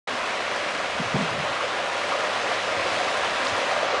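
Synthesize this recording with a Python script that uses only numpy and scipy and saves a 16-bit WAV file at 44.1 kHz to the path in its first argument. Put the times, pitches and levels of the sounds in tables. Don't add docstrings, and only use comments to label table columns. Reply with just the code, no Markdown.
import sys
import numpy as np
from scipy import signal
from scipy.fft import rfft, irfft
from scipy.io import wavfile
from scipy.ndimage import uniform_filter1d

SR = 44100
rng = np.random.default_rng(int(sys.argv[2]) if len(sys.argv) > 2 else 0)


def int16_out(signal):
    q = np.round(np.clip(np.atleast_2d(signal).T, -1, 1) * 32767)
    wavfile.write(sys.argv[1], SR, q.astype(np.int16))


N = 176400


def amp(db):
    return 10 ** (np.asarray(db) / 20)


def unit(x):
    return x / np.sqrt(np.mean(x ** 2) + 1e-20)


def curve(points):
    return np.interp(np.arange(N) / SR, *np.transpose(points))


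def colour(x, points):
    hz, db = np.transpose(points)
    bins_hz = np.fft.rfftfreq(len(x), 1 / SR)
    gain_db = np.interp(np.log(bins_hz + 1), np.log(hz), db)
    return irfft(rfft(x) * amp(gain_db), len(x))


def add(mix, start_s, sound):
    part = mix[max(round(start_s * SR), 0):][:len(sound)]
    part += sound[:len(part)]


def impacts(per_s, spread_db):
    size = amp(spread_db * np.minimum(rng.exponential(1, N), 4))
    return size * rng.choice([-1, 1], N) * (rng.random(N) < per_s / SR)


def burst(rise_s, hz, width_oct, level_db):
    t = np.arange(SR // 2) / SR
    bins_hz = np.fft.rfftfreq(len(t), 1 / SR) + 1
    band = np.exp(-.5 * (np.log2(bins_hz / hz) / width_oct) ** 2)
    noise = irfft(rfft(rng.standard_normal(len(t))) * band, len(t))
    envelope = t / rise_s * np.exp(1 - t / rise_s)
    return amp(level_db) * unit(noise * envelope) * np.sqrt(np.mean(envelope ** 2))


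# (time [s], gain [dB])
WASH_NEARNESS = [(0, -1.7), (1.0, -1.5), (1.8, -1.66), (2.2, -0.1), (2.6, 0.7), (3.1, 0.1), (3.6, 0),
                 (4, 0)]
# (frequency [Hz], gain [dB])
WASH_SPECTRUM = [(25, -49), (60, -27.5), (120, -15.5), (230, -7), (330, -5.5), (520, 0.5), (660, 1.7),
                 (830, -3.6), (1150, 0), (1500, -3.5), (2000, -3.5), (2600, -4.5), (4000, -11.5),
                 (6300, -19.5), (9000, -32.5), (11000, -42)]


def wash(patch_hz=450, patch_s=0.054, patch_db=1, swell_db=.5):
    window, hop = 512, 128
    frames = dict(nperseg=window, noverlap=window - hop)
    spectra = signal.stft(rng.standard_normal(N), **frames)[2]
    patches = uniform_filter1d(rng.standard_normal(spectra.shape), round(patch_hz * window / SR), axis=0)
    patches = unit(uniform_filter1d(patches, round(patch_s * SR / hop), axis=1))
    swell = unit(uniform_filter1d(rng.standard_normal(spectra.shape[1]), size=30))
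    spectra *= amp(patch_db * patches + swell_db * swell)
    rush = signal.istft(spectra, **frames)[1][:N]
    return amp(-28 + curve(WASH_NEARNESS)) * unit(colour(rush, WASH_SPECTRUM))


# (time [s], gain [dB])
CHURN_GAIN = [(0, -4), (1.0, -3), (2.0, -1.2), (2.6, -0.5), (3.1, 2.2), (3.35, 0.5), (3.6, 1.3),
              (3.78, 0.5), (4, 6)]
# (centre pitch [Hz], spread [oct], rate [1/s], decay [cycles],
# base level [dB], share of churn gain [ratio])
BUBBLE_FAMILIES = [(649.7, 0.2425, 620, 4.54, -34.5, 0.96), (1088, 0.251, 340, 7, -37.5, 0.61),
                   (2204, 0.435, 600, 11.1, -41, .1)]


def bubbles(centre_hz, spread_oct, per_s, decay_cycles, level_db, churn_share):
    pitch_count, rise_per_decay = 40, 0.037
    t = np.arange(SR // 10) / SR
    out = np.zeros(N)
    quantiles = (np.arange(pitch_count) + rng.random(pitch_count)) / pitch_count
    offsets_oct = spread_oct * np.sqrt(2) * np.arcsin(2 * quantiles - 1)
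    for hz in centre_hz * 2 ** offsets_oct:
        decays = t * hz / decay_cycles
        phase = 2 * np.pi * np.cumsum(hz * (1 + rise_per_decay * decays)) / SR
        attack = 1 - np.exp(-2 * t * hz)
        ring = np.sin(phase) * attack * np.exp(-decays)
        out += signal.oaconvolve(impacts(per_s / pitch_count, spread_db=2.5), ring)[:N]
    return amp(level_db + churn_share * curve(CHURN_GAIN)) * unit(out)


# (frequency [Hz], gain [dB])
SPRAY_SPECTRUM = [(100, -26), (400, -10), (1100, 1.5), (1800, 1), (2700, -4), (4000, -7), (6300, -17.5),
                  (9000, -26.5), (11000, -34.5)]
# (time [s], gain [dB])
SPRAY_GAIN = [(0, -2), (.75, -2), (1.7, -2), (2.2, .3), (2.7, -2), (2.95, 3), (3.55, 0), (3.75, 1.5),
              (4, 0)]


def spray():
    ticks = colour(impacts(per_s=2500, spread_db=3.5), SPRAY_SPECTRUM)
    return amp(-34.5 + curve(SPRAY_GAIN)) * unit(ticks)


# (time [s], pitch [Hz], level [dB])
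SLOP_EVENTS = [(1.556, 1270, -31.5), (1.6, 1130, -32), (1.635, 575, -26), (2.012, 1200, -32.5),
               (2.118, 1130, -24.5), (2.142, 584, -31), (2.235, 1080, -30), (2.243, 600, -29.5),
               (2.33, 1090, -36), (2.505, 676, -27), (2.548, 565, -28.5), (2.992, 694, -24.5),
               (3.455, 1140, -27.5), (3.708, 685, -25), (3.76, 650, -25), (3.823, 616, -24.5),
               (3.86, 590, -30), (3.935, 515, -26), (3.94, 1200, -29.5)]


def slops(rise_s=0.0089, width_oct=0.18):
    out = np.zeros(N)
    for start_s, hz, level_db in SLOP_EVENTS:
        add(out, start_s, burst(rise_s, hz, width_oct, level_db))
    return out


# (time [s], rise [s], pitch [Hz], width [oct], level [dB])
SPLASH_EVENTS = [(.705, .002, 8000, .4, -49), (2.925, 0.015, 6000, 0.44, -47), (3.17, .006, 7500, .35, -48),
                 (3.445, 0.0086, 5800, .4, -41.5), (3.468, 0.0014, 4240, 0.16, -25.5),
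                 (3.473, 0.013, 5000, .4, -37.5), (3.58, .002, 9000, .2, -48)]


def splashes():
    out = np.zeros(N)
    for start_s, *splash in SPLASH_EVENTS:
        add(out, start_s, burst(*splash))
    return out


# (time [s], level [dB])
BREEZE_LEVEL = [(0, -62), (.8, -56), (1.4, -52), (1.6, -68), (2.5, -68), (2.85, -53), (3.3, -57), (4, -61)]
# (frequency [Hz], gain [dB])
BREEZE_SPECTRUM = [(20, -17), (45, -7), (75, 5), (130, -4), (300, -20), (1000, -70)]
# (time [s], rise [s], pitch [Hz], width [oct], level [dB])
BUFFET_EVENTS = [(0.096, 0.024, 230, 0.34, -40), (0.994, 0.012, 180, 0.32, -27.5),
                 (1.04, 0.019, 115, 0.46, -40), (1.142, 0.0098, 172.5, 0.36, -20.5),
                 (1.152, 0.0067, 332, 1, -24.5), (1.182, 0.014, 216, 0.26, -25),
                 (1.221, 0.011, 176, 0.25, -29), (1.28, 0.048, 154, 0.51, -38),
                 (1.384, .015, 149, 0.2, -35), (1.494, .008, 109, .25, -41), (2.765, 0.013, 102, 0.13, -40),
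                 (3.52, 0.0091, 104, 0.13, -38)]


def wind():
    rumble = unit(colour(rng.standard_normal(N), BREEZE_SPECTRUM))
    out = amp(curve(BREEZE_LEVEL)) * rumble
    for start_s, *buffet in BUFFET_EVENTS:
        add(out, start_s, burst(*buffet))
    return out


# (time [s], level [dB])
MACHINE_LEVEL = [(0, -64), (1.1, -62), (1.6, -57), (4, -60)]


def machine_hum(hz=102.3):
    tone = np.sin(2 * np.pi * hz * np.arange(N) / SR)
    return amp(curve(MACHINE_LEVEL)) * unit(tone)


def barn(x, t60_s=0.23, wet_db=-6):
    t = np.arange(SR // 2) / SR
    tail = rng.standard_normal(len(t)) * np.exp(-np.log(1000) * t / t60_s)
    return x + amp(wet_db) * signal.fftconvolve(x, tail / np.linalg.norm(tail))[:N]


def scene():
    froth = spray() + sum(bubbles(*family) for family in BUBBLE_FAMILIES)
    mono = wash() + barn(froth) + slops() + splashes() + wind() + machine_hum()
    return np.array([mono, mono])


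# (time [s], gain [dB])
TREBLE_GAIN = [(3.7, 4), (3.82, 3.5), (3.92, -4), (4, -1)]


def record(dry, treble_hz=7500, silence_s=.072, fade_s=0.0048, cutoff_hz=11050):
    low = signal.sosfiltfilt(signal.butter(4, treble_hz, fs=SR, output="sos"), dry)
    toned = low + amp(curve(TREBLE_GAIN)) * (dry - low)
    fade_in = np.clip((np.arange(N) / SR - silence_s) / fade_s, 0, 1)
    lowpass = signal.firwin(1023, cutoff_hz, window=("kaiser", 9), fs=SR)
    return signal.oaconvolve(toned * fade_in, lowpass[None], "same")


dry = scene()
out = record(dry)
int16_out(out)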